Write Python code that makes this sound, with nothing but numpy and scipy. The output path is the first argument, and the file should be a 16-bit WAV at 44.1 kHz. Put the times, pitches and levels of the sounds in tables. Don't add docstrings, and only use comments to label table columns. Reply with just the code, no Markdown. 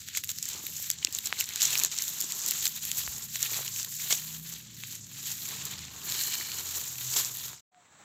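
import sys
import numpy as np
from scipy import signal
from scipy.fft import rfft, irfft
from scipy.io import wavfile

SR = 44100
rng = np.random.default_rng(int(sys.argv[2]) if len(sys.argv) > 2 else 0)


def to_wav(sig):
    pcm = np.clip(np.atleast_2d(sig), -1, 1) * 32767
    pcm = np.round(pcm).astype(np.int16)
    wavfile.write(sys.argv[1], SR, pcm.T)


N = 354556
TIME = np.arange(N) / SR

# time_s, level_db
RUSTLE_LEVEL = [(0.0, -44.5), (0.059, -49), (0.083, -42), (0.109, -51.5), (0.177, -32), (0.226, -55),
                (0.243, -43.5), (0.27, -52), (0.303, -33), (0.326, -47), (0.34, -48), (0.377, -43),
                (0.408, -45), (0.436, -40), (0.519, -39.5), (0.546, -39.5), (0.59, -44), (0.832, -39),
                (0.89, -45.5), (0.909, -38), (0.922, -44), (0.985, -47.5), (1.045, -43), (1.073, -48),
                (1.116, -47.5), (1.156, -37), (1.197, -44.5), (1.267, -38), (1.32, -54.5), (1.358, -46),
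                (1.399, -32.5), (1.436, -40), (1.452, -44.5), (1.535, -43), (1.563, -39), (1.597, -37.5),
                (1.629, -23.5), (1.663, -32), (1.742, -32.5), (1.799, -40), (1.863, -35.5), (1.9, -46),
                (1.924, -34), (1.953, -39), (2.026, -37.5), (2.176, -38), (2.212, -39.5), (2.227, -36),
                (2.27, -37.5), (2.415, -35.5), (2.437, -33), (2.488, -33.5), (2.542, -33), (2.589, -37.5),
                (2.641, -36.5), (2.663, -28.5), (2.699, -42.5), (2.747, -42), (2.764, -36.5),
                (2.805, -48.5), (2.828, -38), (2.877, -38.5), (2.936, -41.5), (2.982, -32), (3.066, -40.5),
                (3.131, -40), (3.212, -42.5), (3.236, -39), (3.269, -47.5), (3.33, -43), (3.353, -34.5),
                (3.389, -45), (3.432, -33.5), (3.47, -38), (3.583, -34.5), (3.606, -39), (3.704, -39),
                (3.802, -35.5), (3.875, -42.5), (4.02, -35.5), (4.081, -37), (4.119, -25.5), (4.153, -36),
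                (4.245, -42.5), (4.355, -43), (4.419, -52.5), (4.48, -42.5), (4.69, -53), (4.96, -44.5),
                (5.055, -53.5), (5.185, -41.5), (5.215, -46), (5.275, -35), (5.319, -38), (5.364, -45.5),
                (5.449, -37.5), (5.562, -42), (5.658, -44), (5.721, -44.5), (5.81, -46), (5.88, -50),
                (5.981, -46.5), (6.124, -34.5), (6.344, -36), (6.478, -41), (6.783, -36.5), (6.865, -41),
                (6.971, -41.5), (7.042, -38), (7.122, -37), (7.187, -26.5), (7.218, -33), (7.331, -42.5),
                (7.458, -41), (7.582, -43.5)]
# time_s, stalks_db, soil_db, top_hiss_db (9 to 16.5 kHz)
RUBBING_BALANCE = [(0.0, -8, -26, -6), (0.11, -2.5, -34, -8), (0.24, -6, -28, -2), (0.45, -9, -31, -6.5),
                   (0.569, -4, -11.5, -4.5), (0.78, -11, -28, -0.5), (0.89, -1.5, -29, 0),
                   (1.0, -9.5, -19, -16), (1.08, -2.5, -16, -5), (1.24, -8, -24, -4), (1.31, 5, -4, 1),
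                   (1.41, -3.5, -24, -5), (1.51, 1, -11, -1), (1.63, -5.5, -25, -8), (1.81, 1.5, -7, 0.5),
                   (1.89, -6, -19, -10.5), (2.04, -5, -20.5, -0.5), (2.43, -9.5, -19, -5.5),
                   (2.87, -3.5, -22.5, -1), (3.17, -10.5, -16, -2), (3.35, -3.5, -27, -1),
                   (3.5, -1, -12.5, 0), (3.78, -8.5, -24, -4), (3.88, -8.5, -19.5, -2),
                   (3.96, -11, -45, -5), (4.02, -5.5, -21.5, -1), (4.41, -6, -17.5, 0.5),
                   (4.6, -3.5, -18.5, -1.5), (4.69, -4.5, -15, -9), (4.81, -1, -25, 1.5),
                   (5.02, -9, -19, -9), (5.09, -5, -19.5, -4), (5.41, -6.5, -22.5, -1),
                   (5.56, -2.5, -9.5, -2), (5.88, 1, -12.5, -7), (5.95, -3.5, -7, -3.5),
                   (6.24, -8.5, -20, -0.5), (6.56, -5, -12, -2.5), (6.81, -7, -16, -1.5),
                   (7.37, -6, -18, -1), (7.48, -6.5, -14, 0.5), (7.58, -6, -12.5, -11)]
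# low_hz, high_hz
RUBBING_BANDS = [(4500, 9000), (1500, 4500), (250, 1500), (9000, 16500)]
# pitch_hz, density_db (per Hz)
PAPERY_SPECTRUM = [(150, -67), (250, -16), (423, -16), (559, -22.5), (946, -14), (1810, -14.5), (2080, -16),
                   (4040, -6.5), (4990, -10.5), (7080, 0), (7590, -2.5), (9200, -21), (12400, -7.5),
                   (15000, -9.5), (16400, -30.5)]
# peak_s, papery_db, stalk_db, stalk_ring_hz, top_hiss_db, length_ms
CRACKLE_EVENTS = [(0.0867, -34, -23, 4540, -34, 0.82), (0.15, -29, -25, 2390, -34, 1.6),
                  (0.1728, -20.5, -26.5, 2080, -20, 3.1), (0.238, -30, -27, 2540, -25, 1.9),
                  (0.2444, -26, -49, 5500, -24, 1.2), (0.2741, -31, -44, 2300, -45, 1.4),
                  (0.2916, -23.5, -27, 3660, -29, 2.9), (0.315, -27, -39, 3400, -29, 3.8),
                  (0.3862, -22, -29, 4500, -26, 0.88), (0.427, -22, -32, 4500, -28, 2.5),
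                  (0.4553, -20, -32, 5400, -27, 1.0), (0.4882, -23, -45, 5500, -22, 1.2),
                  (0.6669, -37, -29, 3830, -20, 1.1), (0.8252, -31, -36, 4700, -26, 2),
                  (0.902, -14, -21.5, 3500, -13, 0.9), (0.9139, -16, -43, 3780, -25, 1.7),
                  (0.9867, -29, -37, 3500, -55, 1.3), (1.0277, -42, -30, 2800, -49, 5.1),
                  (1.0481, -7.5, -17.5, 3800, -23, 1.05), (1.0712, -32, -25.5, 2620, -46, 2.3),
                  (1.1256, -26, -40, 2800, -27, 0.93), (1.1494, -18, -39, 5400, -30, 2.4),
                  (1.1871, -32, -22.5, 3660, -20, 2.3), (1.2578, -20, -39, 4800, -29, 1.9),
                  (1.2622, -25, -32, 4300, -34, 1.8), (1.271, -22, -22.5, 4240, -27, 2.2),
                  (1.403, -23, -40, 5000, -16.5, 1.8), (1.4089, -15, -20, 3070, -21, 0.86),
                  (1.4413, -22, -34, 3700, -37, 1.6), (1.49, -29, -22, 4000, -27, 0.98),
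                  (1.5364, -35, -33, 4200, -40, 1.2), (1.5592, -18, -25, 4200, -24, 1.06),
                  (1.6037, -25, -29, 2800, -36, 1.3), (1.6086, -24, -15, 5500, -30, 1.7),
                  (1.6191, -9, -21.5, 3700, -29, 0.65), (1.6277, -11, -23, 5000, -27, 0.87),
                  (1.632, -19.5, -35.5, 3700, -20.5, 7.4), (1.6546, -11.5, -31, 5500, -28, 1.4),
                  (1.7544, -32, -16, 2500, -19, 0.75), (1.777, -14, -40, 5300, -24, 1.4),
                  (1.7858, -24, -36, 5500, -15, 1.7), (1.793, -15, -41, 3800, -24, 1.5),
                  (1.799, -14, -30, 4300, -19, 0.51), (1.8358, -12, -30, 3300, -13, 0.97),
                  (1.8483, -12.5, -28, 1800, -18, 1.6), (1.8594, -22, -41, 4200, -30, 1.1),
                  (1.8695, -25, -38, 4200, -39, 0.41), (1.916, -24, -41, 4100, -46, 1.6),
                  (1.9783, -24, -29, 3800, -36, 1.4), (1.9866, -16, -33, 3200, -33, 1.65),
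                  (2.022, -15.5, -43, 3700, -20, 1.2), (2.08, -22, -31, 3600, -36, 1.45),
                  (2.205, -21, -32, 4700, -19, 3.9), (2.212, -18, -30, 4200, -20, 1.1),
                  (2.2227, -23, -38, 4200, -27, 1.8), (2.3215, -20, -27, 4060, -26, 1.5),
                  (2.462, -20, -29, 5400, -22, 1.7), (2.4861, -18, -34, 3600, -19, 1.6),
                  (2.5098, -14, -19, 4360, -14, 1.37), (2.6551, -16, -18, 3960, -23, 1.86),
                  (2.668, -34, -11, 5400, -36, 1.1), (2.6777, -21, -40, 5300, -18, 2.3),
                  (2.852, -23, -28, 4900, -22, 0.85), (2.9157, -17.5, -20, 3880, -19, 0.65),
                  (2.9846, -24, -34, 2940, -23, 6.4), (3.0645, -26, -36, 4400, -39, 1.16),
                  (3.3567, -23, -32, 3180, -35, 3.1), (3.4209, -28, -31, 3700, -29, 2.7),
                  (3.4283, -12.5, -29, 3800, -17, 1.6), (3.4677, -31, -27, 4000, -34, 1.4),
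                  (3.5435, -23, -22, 4240, -30, 1.45), (3.679, -26, -27, 3100, -40, 1.7),
                  (3.7617, -30, -20.5, 5430, -41, 1.5), (3.8299, -22, -35, 5500, -31, 1.4),
                  (3.8475, -27.5, -28.5, 4330, -25, 2), (3.9407, -26, -46, 5400, -36, 0.89),
                  (4.108, -19, -22.5, 2120, -77, 7.9), (4.1265, -14, -16, 4900, -38, 4.5),
                  (4.5385, -28, -40, 4400, -34, 1.44), (4.837, -33, -35, 2900, -37, 1.3),
                  (4.9248, -32, -51, 5000, -33, 1.2), (4.954, -29, -43, 2500, -31, 0.91),
                  (5.3164, -26, -38, 5500, -31, 3.1), (5.4881, -26, -45, 5300, -34, 2.1),
                  (5.6533, -26.5, -42, 5200, -27, 5), (6.0993, -25, -33, 4500, -26, 0.79),
                  (6.1166, -30, -36, 4000, -35, 3.0), (6.1221, -23, -19, 4100, -23, 1.2),
                  (6.212, -27.5, -20, 4540, -37, 1.8), (6.2366, -20, -48, 3900, -38, 1.9),
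                  (6.339, -26, -22.5, 4140, -32, 2.5), (6.3532, -34, -24, 4100, -26, 2.1),
                  (6.4106, -40, -26.5, 1900, -37, 2.4), (6.5176, -28, -25, 4080, -34, 1.75),
                  (7.168, -19, -27, 3480, -33, 6.4), (7.2478, -17.5, -39, 4200, -30, 1.6),
                  (7.371, -31, -33, 3850, -23, 0.73)]
# pitch_hz, width_hz, level_db (against the rubbing level)
HOLLOW_LEAVES = [(1850, 200, -9), (2320, 110, -7), (3000, 130, -5), (4160, 300, 1)]
# time_s, level_db
LEAF_RUBBING = [(6.02, -75), (6.07, -46), (6.35, -45), (6.55, -50), (6.75, -62), (6.8, -80)]
# start_s, peak_db, pitch_hz, ring_cycles (to -60 dB)
ROOT_POPS = [(0.551, -43, 348, 7.5), (0.639, -40, 300, 5.5), (0.691, -47, 350, 6), (.798, -40, 500, 1.9),
             (1.048, -39.5, 298, 8.1), (1.083, -42.5, 288, 10), (1.3268, -9, 1760, 2.6),
             (2.24, -40.5, 335, 11), (3.0772, -19.5, 1490, 2.0), (3.358, -22.5, 2160, 4.6),
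             (3.519, -38, 400, 3.6), (3.58, -30, 900, 1.7), (3.591, -26.5, 665, 2.6),
             (3.608, -34, 497, 3.6), (3.631, -32, 1200, 2.0), (4.108, -25.5, 693, 2),
             (4.126, -23, 620, 2.9), (4.8365, -24, 2480, 4.9), (7.164, -26.5, 930, 4.8),
             (7.5325, -28, 900, 1.7), (7.746, -32, 1500, 2.4)]
# start_s, level_db, pitch_hz, t60_s
PHONE_KNOCK = (3.078, -40, 68, .15)
# time_s, firings_per_s
DRIVING_SPEED = [(1.6, 29.2), (1.75, 29), (1.9, 31.3), (2.1, 31.9), (2.63, 32.2), (3.09, 26.6), (3.19, 31),
                 (3.26, 31.2), (3.44, 29.3), (3.52, 27.7), (3.79, 26), (4.02, 29.3), (4.47, 32.7),
                 (4.56, 32.3), (4.72, 28.9), (5.08, 26.5), (5.36, 28), (5.55, 27.8), (5.76, 26.8),
                 (6.28, 23.4), (6.88, 21.5), (7.05, 21), (7.6, 21.7)]
# time_s, then order2_db, order3_db, order4_db, order5_db, order6_db, order7_db
DRIVING_ORDERS = [(1.7, -61, -76, -60, -59, -77, -77), (2.15, -76, -77, -68.5, -67.5, -72, -70),
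                  (2.6, -75, -67, -85, -63, -82, -69), (3.05, -65, -62, -65, -59.5, -72, -65),
                  (3.5, -72, -69, -55, -58, -83, -63), (3.95, -72, -93, -62, -60, -66, -67),
                  (4.4, -61, -100, -64, -51, -76, -63), (4.85, -75, -69, -55, -62.5, -70, -68),
                  (5.3, -69, -88, -64, -60.5, -59, -88), (5.75, -76, -60, -59, -55, -77, -67),
                  (6.2, -78, -63.5, -70.5, -58, -71, -64), (6.65, -97, -79, -58, -75, -67, -65),
                  (7.1, -82, -82, -67, -67.5, -51, -71), (7.55, -85, -62, -100, -66, -62, -72.5)]
# order (multiple of IDLE_HZ), level_db
IDLING_ORDERS = [(4, -78), (5, -62), (6, -64.5), (7, -78), (8, -76.5), (9, -72), (10, -74), (13, -89)]
# pitch_hz, density_db (per Hz)
TRAFFIC_SPECTRUM = [(15, -37.5), (25, -24.5), (92, -6.5), (147, -0.5), (170, -2), (210, -5), (430, -21),
                    (600, -27), (780, -65.5), (1320, -120)]
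# pitch_hz, density_db (per Hz)
BED_SPECTRUM = [(24, -40), (110, -4), (400, -14), (800, -8), (1800, -10), (2800, -17), (4000, -15),
                (5050, -24), (7800, -9), (9300, -43), (14000, -36), (15500, -28)]
# time_s, pitch_hz, level_db
FAR_TONE = [(7.71, 742, -52), (7.78, 721, -47.5), (7.82, 710, -65), (7.86, 700, -83)]
# time_s, gain_db
FADE_GAIN = [(0, 0), (7.5, 0), (7.605, -14), (7.614, -70), (7.708, -70), (7.72, -20), (7.78, -8), (8.04, 0)]

SMOOTH_SHARE = .7
GRAINS_PER_S, GRAIN_DECAY_S, GRAIN_SPREAD_DB = 500, 0.0018, 5.5
TWIGS_PER_S, TWIG_CYCLES, TWIG_DB = 250, 19, -5
STALK_WIDTH_SHARE = .22
IDLE_HZ, IDLE_BEAT_S, IDLE_ENDS_S = 16.15, .07, 1.62
RUMBLE_DB, BED_DB = -60, -56
BED_STARTS_S = 7.66
MIC_LOW_HZ, MIC_TOP_HZ = 57.6, 16984


def onions():
    shared_grains, swell = grains(), drift(54)
    responses = [band_response(edges_hz) for edges_hz in RUBBING_BANDS]
    paper, stalk, _, top = responses
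    rustle_db = in_time(RUSTLE_LEVEL)[0]
    balance_db = in_time(RUBBING_BALANCE)
    out = crackles(paper, stalk, top)
    for response, band_db in zip(responses, [0, *balance_db]):
        texture = SMOOTH_SHARE + .25 * shared_grains + .3 * grains()
        level_db = rustle_db + band_db + 0.81 * swell + 1.0 * drift(36) - 2.0
        rubbing = rng.standard_normal(N) * from_db(level_db) * texture
        out += signal.fftconvolve(rubbing, response)[:N]
    out += twigs() * from_db(rustle_db + balance_db[0] + TWIG_DB)
    return out + hollow_leaves(shared_grains)


def hollow_leaves(shared_grains):
    rubbing = rng.standard_normal(N) * (.5 + 0.44 * shared_grains)
    hollow = np.zeros(N)
    for hz, width_hz, db in HOLLOW_LEAVES:
        ring = rms_one(resonance(rubbing, hz, width_hz))
        hollow += from_db(db + 2.1 * drift(6)) * ring
    return hollow * from_db(in_time(LEAF_RUBBING)[0])


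def crackles(paper, stalk, top):
    out, age = np.zeros(N + 1500), np.arange(1500) / SR
    noises = rng.standard_normal((len(CRACKLE_EVENTS), 3, 1500))
    for (peak_s, paper_db, stalk_db, ring_hz, top_db, ms), noise in zip(CRACKLE_EVENTS, noises):
        rise_s = max(ms, .4) * 0.00039
        bursts = noise * age / rise_s * np.exp(1 - age / rise_s)
        heard = [peak_one(signal.fftconvolve(burst, response)[:1500])
                 for burst, response in zip(bursts, (paper, stalk, top))]
        mixed = from_db([paper_db + 2.0, stalk_db - 6.5, top_db + 1.5]) @ heard
        rung = peak_one(resonance(bursts[1], ring_hz, STALK_WIDTH_SHARE * ring_hz))
        at = round((peak_s - rise_s) * SR)
        out[at:at + len(age)] += mixed + from_db(stalk_db - 0.5) * rung
    return out[:N]


def twigs():
    born = rng.random(N) < TWIGS_PER_S * from_db(4.0 * drift(20)) / SR
    sizes = from_db(3.85 * np.minimum(rng.exponential(1, N), 4))
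    ticks = born * sizes * rng.choice([-1, 1], N)
    pitches_hz = np.geomspace(1900, 7500, num=18)
    dealt = rng.integers(0, 18, size=N)
    out = np.zeros(N)
    for k, hz in enumerate(pitches_hz):
        out += resonance(ticks * (dealt == k) + 1e-18, hz, ring_width(hz, TWIG_CYCLES))
    return rms_one(out)


def grains():
    born = rng.random(N) < GRAINS_PER_S * from_db(5.0 * drift(25)) / SR
    sizes = from_db(GRAIN_SPREAD_DB * np.minimum(rng.exponential(1, N), 4))
    decay = np.exp(-1 / (GRAIN_DECAY_S * SR))
    return rms_one(signal.lfilter([1], [1, -decay], born * sizes + 1e-18))


def band_response(edges_hz):
    sos = signal.butter(3, edges_hz, "band", fs=SR, output="sos")
    impulse = np.eye(1, 4096)[0]
    click = signal.sosfilt(sos, colour(impulse, PAPERY_SPECTRUM))[:2048]
    return click / np.sqrt(np.sum(click ** 2))


def knocks():
    start_s, db, hz, t60_s = PHONE_KNOCK
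    age = np.clip(TIME - start_s, 0, 1)
    out = from_db(db - 60 * age / t60_s) * np.sin(2 * np.pi * hz * age)
    for start_s, db, hz, cycles in ROOT_POPS:
        soft_click = np.zeros(3000)
        soft_click[:5] = np.hanning(7)[1:-1]
        pop = peak_one(resonance(soft_click, hz, ring_width(hz, cycles)))
        at = round(start_s * SR)
        out[at:at + len(pop)] += from_db(db) * pop
    return out


def engines():
    rumble = rms_one(colour(rng.standard_normal(N), TRAFFIC_SPECTRUM))
    return driving_engine() + idling_engine() + from_db(RUMBLE_DB + 2.0 * drift(0.67)) * rumble


def driving_engine():
    firings_per_s = in_time(DRIVING_SPEED)[0] * (1 + 0.0029 * drift(4.3))
    phase = 2 * np.pi * np.cumsum(firings_per_s) / SR
    drive = np.zeros(N)
    for order, db in enumerate(in_time(DRIVING_ORDERS), start=2):
        drive += from_db(db + 3.0 + 2.0 * drift(6.5)) * np.sin(order * phase + order * order)
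    return drive * np.clip((TIME - DRIVING_SPEED[0][0]) / 0.05, 0, 1)


def idling_engine():
    idle = np.zeros(N)
    for order, db in IDLING_ORDERS:
        wave = np.cos(2 * np.pi * round(order) * IDLE_HZ * (TIME - IDLE_BEAT_S))
        idle += from_db(db + 2.0 * drift(4)) * wave
    return idle * np.clip((IDLE_ENDS_S - TIME) / 0.052, 0, 1)


def quiet_bed():
    hz, db = in_time(FAR_TONE)
    tone = from_db(db) * np.sin(2 * np.pi * np.cumsum(hz) / SR)
    hiss = rms_one(colour(rng.standard_normal(N), BED_SPECTRUM))
    return tone + from_db(BED_DB + 1.1 * drift(31)) * hiss


def resonance(x, hz, width_hz):
    r = np.exp(-np.pi * width_hz / SR)
    zeros = np.array([1, 0, -1]) * (1 - r * r) / 2
    poles = [1, -2 * r * np.cos(2 * np.pi * hz / SR), r * r]
    return signal.lfilter(zeros, poles, x)


def ring_width(hz, cycles):
    return np.log(1000) / np.pi * hz / cycles


def colour(x, spectrum):
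    hz, db = np.transpose(spectrum)
    grid_hz = np.maximum(np.arange(4097) * SR / 8192, 1)
    log_gain = np.interp(np.log(grid_hz), np.log(hz), db) * np.log(10) / 20
    cepstrum = irfft(log_gain)
    cepstrum[1:4096] *= 2
    cepstrum[4097:] = 0
    return signal.fftconvolve(x, irfft(np.exp(rfft(cepstrum))))[:N]


def drift(rate_hz):
    r = np.exp(-80 * np.pi * rate_hz / SR)
    noise = rng.standard_normal(N // 40 + 2002)
    slow = signal.lfilter([1], [1, -2 * r, r * r], noise)[2000:]
    return np.interp(np.arange(N) / 40, np.arange(len(slow)), rms_one(slow))


def in_time(rows):
    time_s, *columns = np.transpose(rows)
    return [np.interp(TIME, time_s, column) for column in columns]


def from_db(db):
    return 10 ** (np.asarray(db) / 20)


def rms_one(x):
    return x / np.sqrt(np.mean(x ** 2) + 1e-20)


def peak_one(x):
    return x / np.abs(x).max()


def scene():
    place = np.where(TIME < BED_STARTS_S, onions() + engines(), quiet_bed())
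    mono = place + knocks()
    return np.array([mono, mono])


def record(dry):
    low_cut = signal.butter(3, MIC_LOW_HZ, "high", fs=SR, output="sos")
    top_cut = signal.cheby2(12, 70, MIC_TOP_HZ, fs=SR, output="sos")
    faded = signal.sosfilt(low_cut, dry) * from_db(in_time(FADE_GAIN)[0])
    return signal.sosfilt(top_cut, faded)


dry = scene()
out = record(dry)
to_wav(out)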